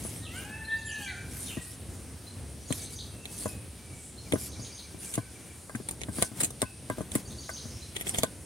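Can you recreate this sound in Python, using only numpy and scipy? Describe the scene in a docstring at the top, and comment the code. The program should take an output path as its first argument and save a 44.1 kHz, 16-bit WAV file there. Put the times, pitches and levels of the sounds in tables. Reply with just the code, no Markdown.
"""Outdoors, two microphones close to a wide steel bowl on a stone seat, where a hand kneads crumbly dough.
From the start filtered noise makes the air and insect hiss, and a far bird, perhaps a peafowl, wails in
sliding partials; gliding tones chirp as small birds, and noise strokes rub flour and press dough.
From 1.6 s dying modes knock and thump strongly as the bowl bounces; from 2.7 s noise bursts grate as grit.
At 4.5 s a farther bird answers the wail faintly, soft dough drops follow, and knocks and grating crowd in."""
import sys
import numpy as np
from scipy import signal
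from scipy.fft import rfft, irfft
from scipy.io import wavfile
from scipy.ndimage import uniform_filter1d, map_coordinates

SR = 44100
rng = np.random.default_rng(int(sys.argv[2]) if len(sys.argv) > 2 else 0)


def unload_audio(sound):
    """Save the sound as a 16-bit wav file, at the path given as the first command line argument."""
    columns = np.transpose(np.atleast_2d(sound))
    # keep every value between -1 and 1, then stretch to whole-number steps
    steps = np.round(np.clip(columns, -1, 1) * 32767)
    wavfile.write(sys.argv[1], SR, steps.astype(np.int16))


N = 372644
TIME = np.arange(N) / SR

# Levels in the tables and settings are relative: each source trims them again where it is mixed.

# spectrum of rumble and leaf hush around the microphones: pitch_hz, density_db
AIR_SPECTRUM = [(40, -24.5), (65, -0.5), (107, -2), (160, -10), (290, -13), (1100, -28), (6800, -29),
                (9500, -30), (11500, -32.5), (15500, -50)]
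AIR_DB = -46.5
# insect choruses in the trees: centre_hz, width_hz, level_db
INSECTS = [(8110, 120, -65), (9320, 1830, -55)]

# the far wail as a curve: time_s, pitch_hz, level_db
WAIL = [(.2, 606, -67), (.32, 660, -55), (.39, 789.5, -50), (0.532, 874.3, -46), (0.772, 895, -42),
        (0.802, 886, -74), (0.848, 870.7, -44), (0.972, 858, -48), (1.092, 775, -45), (1.17, 677, -54)]
# the throat that shapes the wail: pitch_hz, gain_db
WAIL_THROAT = [(800, -15), (1520, -0.5), (1780, 1.5), (2300, 0), (2680, -8)]
# a farther bird answers with the same cry: delay_s, pitch_ratio, level_db
ANSWER = (4.33, 0.89, -23.5)

# bouts of far twitter: start_s, end_s, middle_hz, level_db
TWITTER = [(2.054, 2.749, 5620, -77), (3.927, 4.107, 8370, -63), (4.141, 4.963, 5550, -68),
           (7.299, 7.893, 5650, -64)]
TWITTER_SPREAD = 1.2  # pitch ratio, up or down
# a small bird's motif: delay_s, length_s, first_hz, last_hz, level_db
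MOTIF = [(0, 0.0128, 4370, 4890, 1), (0.017, 0.0273, 6990, 5930, 2.5), (0.023, 0.0078, 6350, 4970, -3),
         (.05, .012, 2900, 4700, 2.5), (0.063, .016, 5293, 3050, 1.5)]
# its songs, each repeating the motif: start_s, repeat_s, level_db
SONGS = [(.762, 0.13, -56.5), (2.655, 0.14, -54), (4.466, 0.1285, -54.5), (7.252, 0.13, -53)]
SWELL_DB_PER_REPEAT, SONG_PITCH_SPREAD = 3, 0.0182
# slurs of a second bird: start_s, first_hz, last_hz, level_db
SLURS = [(0.216, 4360, 2640, -50.5), (0.327, 3230, 2830, -51), (0.672, 3170, 3840, -51.5),
         (0.857, 3840, 2660, -48.5), (0.98, 2820, 3200, -50.5), (1.04, 2913, 1748, -47.5),
         (1.452, 4590, 2540, -47.5)]
SLUR_S, SLUR_SHAKE = 0.095, 0.052
# thin, nearly level whistles, the two highest being overtones of a slur:
# start_s, length_s, pitch_hz, level_db
WHISTLES = [(0.852, 0.028, 7250, -47), (0.849, 0.04, 10650, -46.5), (1.568, 0.024, 1893, -47.5),
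            (2.595, .05, 5900, -61), (2.734, 0.204, 2280, -64), (3.093, 0.26, 2646, -62),
            (3.434, 0.12, 2544, -58), (3.7, 0.38, 2300, -64.5), (6.65, 0.029, 2627, -54)]
WHISTLE_SAG = 0.016  # fraction of the pitch, above it at first and below it at last
# bouts of one repeated, arched peep: start_s, end_s
PEEP_BOUTS = [(4.255, 4.9), (5.055, 5.55)]
PEEP_EVERY_S, PEEP_S, PEEP_TOP_HZ, PEEP_ARCH, PEEP_DB = 0.146, 0.0324, 2364, 0.082, -57
# single rising pips: start_s
PIPS = [.643, 2.264, 2.695, 4.175, 7.815]
PIP_S, PIP_FIRST_HZ, PIP_LAST_HZ, PIP_DB = 0.0187, 3907, 4340, -50

# slips of the bowl over grit on the stone: start_s, level_db, dying_s
GRATES = [(2.725, -31, 0.00055), (3.255, -40, 0.00056), (4.323, -30.5, 0.0013), (5.138, -31.5, 0.0053),
          (5.887, -29.5, 0.0036), (5.909, -32, 0.0064), (6.015, -38.5, 0.00066), (6.224, -19, 0.0015),
          (6.405, -23, 0.0042), (6.4315, -21, 0.012), (6.451, -31, 0.006), (6.503, -36.5, 0.0026),
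          (6.618, -24.5, 0.0011), (7.116, -36.5, 0.0022), (7.151, -24.5, 0.0054), (7.967, -31.5, 0.00056),
          (8.01, -31, 0.0019), (8.072, -36.5, 0.00063), (8.087, -29, 0.0046), (8.146, -36.5, 0.00053),
          (8.184, -25.5, 0.0015), (8.233, -21, 0.00074)]
# spectrum of the fizz of crushed grit: pitch_hz, density_db
GRIT_SPECTRUM = [(5000, -14), (7000, -2), (9700, 2.5), (11000, -0.5), (12300, -11), (16000, -18)]
# spectrum of the low rasp, shared by the sticky peeling: pitch_hz, density_db
RASP_SPECTRUM = [(700, 4), (1400, -14), (2100, 4.5), (2700, -5.5), (3300, 3), (6500, -24), (10000, -41)]
# a slip of SNAP_S snaps with a low rasp; longer ones are mostly fizz
SNAP_S, RASP_DB, RASP_DB_PER_DOUBLING = 0.00096, -1.5, -3.6
# the grains break in uneven clumps, with a weak creep before and after the slip
GRATE_CLUMP_DB, CREEP_S, CREEP_DB = 7, 0.012, -24
# every knock also crushes a little grit, the more the harder the contact
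KNOCK_GRIT_DB, KNOCK_GRIT_PER_HARDNESS, KNOCK_GRIT_DYING_S = -8, 0.29, 0.005
WALLS_DYING_S = 0.00055

# pushes that knock the bowl on its seat: start_s, ring_db, thump_db, hardness_db_per_octave
KNOCKS = [(0.05, -43, -41, -2), (1.57, -44.5, -32, -1), (2.705, -34, -27, -6), (3.457, -30, -33, -4),
          (4.321, -44, -31.5, 0), (4.335, -23, -24.5, -16), (4.356, -37.5, -34, 2),
          (5.177, -31, -27.5, -2.5), (5.695, -42, -65, 3), (5.75, -37.5, -32, 18), (6.085, -42.5, -34, 2.5),
          (6.184, -38, -34.5, 2), (6.222, -29.5, -40, 1.5), (6.433, -38.5, -34.5, -19),
          (6.626, -29.5, -29.5, 0.5), (6.899, -29, -32.5, 1), (6.982, -37, -36.5, -6),
          (7.006, -34, -34.5, -5), (7.154, -33, -25, -1), (7.492, -35, -61, 6), (8.233, -24, -32, -4.5)]
# soft drops of the dough ball into the bowl: start_s
DROPS = [4.593, 4.944, 5.801, 6.316, 7.654]
DROP_RING_DB, DROP_THUMP_DB = -51.5, -41.5
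# modes of the bowl, damped by dough: pitch_hz, level_db, t60_s
BOWL_MODES = [(456, 5.5, 0.022), (633, 7.5, 0.027), (907, 3.5, 0.0094), (1017, -5.5, 0.09),
              (1162, 1.5, 0.036), (1535, -10.5, 0.18), (1625, -8.5, 0.093), (2000, -1.5, 0.017)]
# modes of the loaded bowl bouncing on its seat: pitch_hz, level_db, t60_s
SEAT_MODES = [(114, -10, 0.095), (184.5, -5.5, 0.06), (260, -1.5, 0.038), (331.5, -3, 0.031)]
# spectrum of the clack of a contact: pitch_hz, density_db
CLACK_SPECTRUM = [(400, -16), (720, 46), (1000, -19), (1350, 3), (2100, 0), (4000, -46)]
# a hard contact stays on the steel and chokes it: this much hardness halves the ringing time
CHOKE_HARDNESS = 7.1  # dB per octave
# after each knock the bowl rocks back once, more weakly
REBOUND_S, REBOUND_DB, REBOUND_JITTER = 0.008, -10, 0.324

# strokes of the palm over floury steel: middle_s, half_length_s, flour_rub_db, dough_press_db
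STROKES = [(0.02, 0.19, -44, -50.5), (0.39, 0.079, -49, -57), (1.026, 0.04, -44.5, -69),
           (1.439, 0.14, -42, -54), (1.688, 0.084, -47.5, -65), (2.782, 0.084, -41.5, -65),
           (2.929, 0.034, -46.5, -68), (3.423, 0.11, -41, -54.5), (4.432, 0.053, -39.5, -60),
           (5.098, 0.099, -43, -57.5), (6.202, 0.078, -41, -48.5), (6.423, 0.056, -42, -43),
           (7.164, 0.051, -44, -47.5), (8.087, 0.031, -39.5, -42), (8.175, 0.047, -42, -46.5)]
STROKE_SQUARENESS = 3.6  # exponent of the stroke's envelope
# spectrum of flour rubbed on steel: pitch_hz, density_db
FLOUR_SPECTRUM = [(1000, -26.5), (3300, -19.5), (7000, -13), (9800, -5.5), (12500, -17.5), (16000, -32)]
# spectrum of dough giving way: pitch_hz, density_db
DOUGH_SPECTRUM = [(40, -20.5), (130, -0.5), (260, 0.5), (400, -9), (1000, -19), (9000, -25.5)]
# dry crumbs crackle within the rub of the flour
CRUMBS_PER_S, CRUMBS_DB, CRUMBS_SPREAD_DB = 680, -13.5, -8.5
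# the sticky ball peels off the steel in tiny wet clicks, the louder the harder it is pressed
PEEL_PER_S, PEEL_DB, PEEL_SPREAD_DB = 150, -7, 4.5

EDGE_HZ = 15900  # upper band limit of the recorder


def gain_of(db):
    """Amplitude factor of a level in dB."""
    return 10 ** (np.asarray(db) / 20)


def evened(x):
    """Scales a signal to unit power."""
    return x / np.sqrt(np.mean(x ** 2) + 1e-20)


def peaked(x):
    """Scales a blow so that its loudest 5 ms have unit power."""
    power = np.atleast_2d(x ** 2).mean(0)
    return x / np.sqrt(uniform_filter1d(power, size=220).max() + 1e-20)


def follow(rows, t=TIME, axis=1):
    """Reads one column of a curve at the times t."""
    points = np.array(rows)
    return np.interp(t, points[:, 0], points[:, axis])


def add(mix, s, sound):
    """Lays a sound into the mix at s seconds."""
    part = mix[..., max(round(s * SR), 0):][..., :sound.shape[-1]]
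    part += sound[..., :part.shape[-1]]


def colour(x, points):
    """Causal, minimum-phase filter of unit energy with the given spectrum."""
    f, db = np.transpose(points)
    hz = abs(np.fft.fftfreq(4096, 1 / SR))
    log_gain = np.log(gain_of(np.interp(np.log(hz + 1), np.log(f), db)))
    taps = np.fft.ifft(np.exp(signal.hilbert(log_gain).conj())).real
    return signal.oaconvolve(x, taps[None] / np.linalg.norm(taps), axes=1)[:, :x.shape[1]]


def pair(size, alike):
    """White noise at two microphones that share the fraction alike of its power."""
    common, left, right = rng.standard_normal((3, size))
    return np.sqrt(alike) * common + np.sqrt(1 - alike) * np.array([left, right])


def wander(rate, size=N):
    """Smooth chance of unit spread, changing about rate times a second."""
    knots = rng.standard_normal(8192)
    place = np.arange(size) * rate / SR % len(knots)
    # joining the knots by straight lines loses power, restored by the factor
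    return np.interp(place, np.arange(len(knots)), knots) * np.sqrt(3 / 2)


def scatter(x, t60, gap):
    """Echoes alone: sparse taps dying away after a gap in seconds, different on each side."""
    t = np.arange(SR) / SR
    sparse = rng.standard_normal((2, SR)) * (rng.random((2, SR)) < 0.1)
    taps = sparse * gain_of(-60 * t / t60) * (t > gap)
    return signal.oaconvolve(np.atleast_2d(x), evened(taps) / np.sqrt(SR), axes=1)[:, :N]


def ports(x, lag):
    """A sound from one side reaches the second microphone lag seconds later."""
    shift = np.exp(-2j * np.pi * np.fft.rfftfreq(N, 1 / SR) * lag)
    return np.array([x[0], irfft(rfft(x[1]) * shift, N)])


def narrowed(x, width):
    """Draws unrelated sides towards the centre at the same power: width 0 is mono, 1 leaves them apart."""
    mid, side = x[0] + x[1], (x[0] - x[1]) * width
    return np.array([mid + side, mid - side]) / np.sqrt(2 + 2 * width ** 2)


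def patchy(x, depth_db, width_hz, hold_s):
    """Lets the colour drift: random patches of spectrum swell and sink."""
    z = signal.stft(x, nperseg=512)[2]
    bands = np.arange(z.shape[1]) * SR / 512 / width_hz
    moments = np.arange(z.shape[2]) * 256 / SR / hold_s
    places = np.meshgrid(bands, moments, indexing="ij")
    field = map_coordinates(rng.standard_normal((128, 512)), places, order=1, mode="wrap")
    return signal.istft(z * evened(gain_of(depth_db * evened(field))), nperseg=512)[1][:, :N]


def crackle(per_s, spread_db):
    """Random clicks of uneven size, at unit power."""
    size = gain_of(spread_db * np.clip(rng.standard_normal(N), -2, 2))
    clicks = (rng.random(N) < per_s / SR) * size
    return evened(clicks * pair(N, alike=0.3))


def outdoors():
    """Wavering low rumble and patchy leaf hush from noise, with narrow noise bands of insect song."""
    lowpass = signal.butter(1, 500, fs=SR, output="sos")
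    highpass = signal.butter(1, 500, "high", fs=SR, output="sos")
    rumble = signal.sosfilt(lowpass, pair(N, alike=0.97)) * gain_of(3.2 * wander(7.9))
    hush = signal.sosfilt(highpass, pair(N, alike=0.77))
    hush = patchy(hush, depth_db=1.6, width_hz=1200, hold_s=0.13)
    air = colour(rumble + hush, AIR_SPECTRUM) * gain_of(AIR_DB)
    hz, chorus = np.fft.rfftfreq(N, 1 / SR), 0
    for centre_hz, width_hz, db in INSECTS:
        bell = np.exp(-2 * ((hz - centre_hz) / width_hz) ** 2)
        band = irfft(rfft(pair(N, alike=1.0)) * bell, N)
        chorus = chorus + gain_of(db + wander(31)) * evened(band)
    return air + chorus


def wail():
    """Long arched cries whose partials slide through a fixed throat, fluttering and echoing among the trees."""
    t, dry = np.arange(WAIL[0][0], WAIL[-1][0], 1 / SR), np.zeros(N)
    for delay, pitch, db in [(0, 1, 0), ANSWER]:
        hz = pitch * follow(WAIL, t) * (1 + 0.0046 * wander(120.4, size=len(t)))
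        turns = np.cumsum(hz) / SR
        cry = np.zeros(len(t))
        for k in (1, 2, 3):
            partial_db = follow(WAIL_THROAT, k * hz) + 4.3 * wander(35.3, size=len(t))
            cry += gain_of(partial_db) * np.sin(2 * np.pi * k * turns)
        add(dry, t[0] + delay, cry * gain_of(db + follow(WAIL, t, axis=2)))
    echoes = narrowed(scatter(dry, t60=1.0, gap=0.0073), width=0.083)
    return ports(np.array([dry, dry]), lag=0.000045) + gain_of(-0.5) * echoes


def whistle(length, first_hz, last_hz, settle=1, shake=0.015):
    """A gliding note; settle above 1 glides fast, then levels. A wider glide shakes the pitch more."""
    u = np.linspace(0, 1, int(length * SR) + 2)
    glide = (1 - u) ** settle + 0.052 * wander(432.5, size=len(u))
    hz = last_hz + (first_hz - last_hz) * glide
    hz = hz * (1 + shake * wander(300, size=len(u)))
    return np.sin(np.pi * u) * np.sin(2 * np.pi * np.cumsum(hz) / SR)


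def peep():
    """A short note that arches in pitch and drops at its end."""
    u = np.linspace(0, 1, int(PEEP_S * SR))
    hz = PEEP_TOP_HZ * (1 - PEEP_ARCH * (2 * u - 0.7) ** 2)
    return np.sin(np.pi * u) * np.sin(2 * np.pi * np.cumsum(hz) / SR)


def songs(count):
    """The notes of each song: one motif sung count times, raised in level each time, with chance variation."""
    rows = []
    for s, every, db in SONGS:
        for k in range(count):
            for delay, length, first_hz, last_hz, note_db in MOTIF:
                level_db = db + note_db + k * SWELL_DB_PER_REPEAT + 2 * rng.standard_normal()
                shift = 1 + SONG_PITCH_SPREAD * rng.standard_normal()
                rows.append((s + k * every + delay, length, first_hz * shift, last_hz * shift, level_db))
    return rows


def notes():
    """The evenly gliding bird notes: start_s, length_s, first_hz, last_hz, level_db."""
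    pips = [(s, PIP_S, PIP_FIRST_HZ, PIP_LAST_HZ, PIP_DB) for s in PIPS]
    level = [(s, length, hz * (1 + WHISTLE_SAG), hz * (1 - WHISTLE_SAG), db)
             for s, length, hz, db in WHISTLES]
    return songs(count=3) + pips + level


def chirps():
    """Clear notes, soft peeps and a farther flock of quick chips, smeared by the echoes of the foliage."""
    near, far, soft = np.zeros((3, N))
    for s, length, first_hz, last_hz, db in notes():
        add(near, s, gain_of(db) * whistle(length, first_hz, last_hz))
    for s, first_hz, last_hz, db in SLURS:
        add(near, s, gain_of(db) * whistle(SLUR_S, first_hz, last_hz, settle=2.2, shake=SLUR_SHAKE))
    for start, end in PEEP_BOUTS:
        for s in np.arange(start, end, PEEP_EVERY_S):
            add(soft, s, gain_of(PEEP_DB) * peep())
    for start, end, middle_hz, db in TWITTER:
        for s in np.arange(start, end, 0.006):
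            hz = middle_hz * TWITTER_SPREAD ** rng.uniform(-0.924, 1)
            swell = np.sqrt(abs(np.sin(np.pi * (s - start) / (end - start))))
            chip_db = db + 10 + 2 * rng.standard_normal()
            add(far, s, swell * gain_of(chip_db) * whistle(0.00567, hz * 1.1, hz / 1.1))
    echoes = narrowed(scatter(near + far + soft / 2, t60=0.47, gap=0.0056), width=0.24)
    return gain_of(3) * (near + far + soft) + gain_of(6.5) * echoes


def walls(x):
    """Quick reflections between hand and steel give each place of contact its own uneven bands."""
    t = np.arange(SR // 200) / SR
    taps = rng.standard_normal(len(t)) * np.exp(-t / WALLS_DYING_S)
    return signal.lfilter(taps, [1], x)


def slips():
    """Every crush of grit: the slips of the bowl and the small ones under its knocks."""
    under_knocks = [(s, ring_db + KNOCK_GRIT_DB + KNOCK_GRIT_PER_HARDNESS * hardness, KNOCK_GRIT_DYING_S)
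                    for s, ring_db, _, hardness in KNOCKS]
    return list(GRATES) + under_knocks


def grates():
    """Each slip creeps, then crushes a quick cluster of grains; the steel walls throw them back."""
    t = np.arange(-SR // 20, SR // 10) / SR
    fizz, rasp = np.zeros((2, 2, N))
    after = np.maximum(t, 0)
    creep = gain_of(CREEP_DB) * np.exp(-abs(t) / CREEP_S)
    for s, db, dying in slips():
        crush = (1 - np.exp(-after / 0.00031)) * np.exp(-after / dying)
        clumps_db = 4 * wander(2176, size=len(t)) + GRATE_CLUMP_DB * wander(400, size=len(t))
        cluster = (crush / crush.max() + creep) * gain_of(clumps_db)
        rasp_db = db + RASP_DB + RASP_DB_PER_DOUBLING * np.log2(dying / SNAP_S)
        add(fizz, s + t[0], gain_of(db) * peaked(walls(cluster * pair(len(t), alike=0.37))))
        add(rasp, s + t[0], gain_of(rasp_db) * peaked(walls(cluster * pair(len(t), alike=0.36))))
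    direct = ports(colour(fizz, GRIT_SPECTRUM) + colour(rasp, RASP_SPECTRUM), lag=0.000216)
    return direct + gain_of(-5.5) * scatter(direct, t60=0.033, gap=0.0023)


def ring(modes, t, spread, apart, tilt_db=0):
    """Dying modes, weighted and tuned by chance of contact; each has its own phase at the two microphones."""
    hz, db, t60 = np.transpose(modes)[:, :, None]
    weight, tuning, phase = rng.standard_normal((3, len(modes), 1))
    sign = (-1) ** np.arange(len(modes))[:, None]
    tilt = tilt_db * np.log2(hz / hz[0])
    level = sign * gain_of(db + weight / 2 + tilt - 60 * t / t60)
    angle = 2 * np.pi * hz * (1 + spread * tuning) * t
    sides = np.array([(level * np.sin(angle + side * apart * phase)).sum(0) for side in (1, -1)])
    return sides * (1 - np.exp(-t / 0.00049))  # soft onset


def blows():
    """Every contact of the bowl: the knocks, their rebounds and the drops of dough."""
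    delays = REBOUND_S * (1 + REBOUND_JITTER * rng.uniform(-0.923, 1, len(KNOCKS)))
    rebounds = [(s + delay, ring_db + REBOUND_DB, thump_db + REBOUND_DB, hardness)
                for (s, ring_db, thump_db, hardness), delay in zip(KNOCKS, delays)]
    drops = [(s, DROP_RING_DB, DROP_THUMP_DB, 0) for s in DROPS]
    return list(KNOCKS) + rebounds + drops


def knocks():
    """A contact clacks and rings the steel and bounces the bowl; low hardness favours the low steel modes."""
    t = np.arange(SR // 5) / SR
    steel, clack, seat = np.zeros((3, 2, N))
    for s, ring_db, thump_db, hardness in blows():
        choke = 2 ** (max(hardness, 0) / CHOKE_HARDNESS)
        modes = [(hz, db, t60 / choke) for hz, db, t60 in BOWL_MODES]
        tone = peaked(ring(modes, t, spread=0.0242, apart=0.26, tilt_db=hardness))
        add(steel, s, gain_of(ring_db + 2.5) * tone)
        # a crowd of modes that die at once, heard as a noise burst and louder for a hard contact
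        burst = peaked(pair(len(t), alike=0.35) * np.exp(-t / 0.0055))
        add(clack, s, gain_of(ring_db - 22.5 + 0.5 * hardness) * burst)
        thump = peaked(ring(SEAT_MODES, t, spread=0.12, apart=0.29))
        add(seat, s - 0.001, gain_of(thump_db + 3.5) * thump)
    struck = ports(steel + colour(clack, CLACK_SPECTRUM), lag=0.00012)
    direct = struck * gain_of([[1], [-1.3]]) + seat * gain_of([[2], [-2.7]])
    return direct + gain_of(-8.5) * scatter(direct, t60=0.046, gap=0.0025)


def kneading():
    """Strokes hiss with flour and crackle with crumbs while dough gives way in dull lumps and sticky clicks."""
    rub, press = np.zeros((2, N))
    for s, half, flour_db, dough_db in STROKES:
        stroke = np.exp(-abs((TIME - s) / half) ** STROKE_SQUARENESS)
        rub += gain_of(flour_db) * stroke
        press += gain_of(dough_db) * stroke
    grains = evened(pair(N, alike=0.72) * gain_of(2.2 * wander(900) + wander(60)))
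    crumbs = gain_of(CRUMBS_DB) * crackle(CRUMBS_PER_S, CRUMBS_SPREAD_DB)
    flour = colour(evened(grains + crumbs), FLOUR_SPECTRUM)
    flour = patchy(flour, depth_db=2.8, width_hz=900, hold_s=0.035)
    give = evened(gain_of(3.5 * wander(40)))
    lumps = pair(N, alike=1.0) * give
    peel = colour(crackle(PEEL_PER_S, PEEL_SPREAD_DB) * give, RASP_SPECTRUM)
    peel = gain_of(PEEL_DB) * (peel + scatter(peel, t60=0.005, gap=0.001))
    # a faint dull murmur stays between the strokes
    dough = colour(lumps, DOUGH_SPECTRUM) * (gain_of(-55) + press)
    return flour * rub + peel * press + dough * gain_of([[1.5], [-1.5]])


def scene():
    """Sums the layers, from the open air to the hand in the bowl."""
    return outdoors() + wail() + chirps() + grates() + knocks() + kneading()


def record(dry):
    """The recorder's bass cut and band limit."""
    bass_cut = signal.butter(3, 42, "high", fs=SR, output="sos")
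    dry = signal.sosfilt(bass_cut, dry)
    band_limit = signal.firwin(511, EDGE_HZ, window=("kaiser", 9), fs=SR)
    return signal.oaconvolve(dry, band_limit[None], "same")


dry = scene()
out = record(dry)
unload_audio(out)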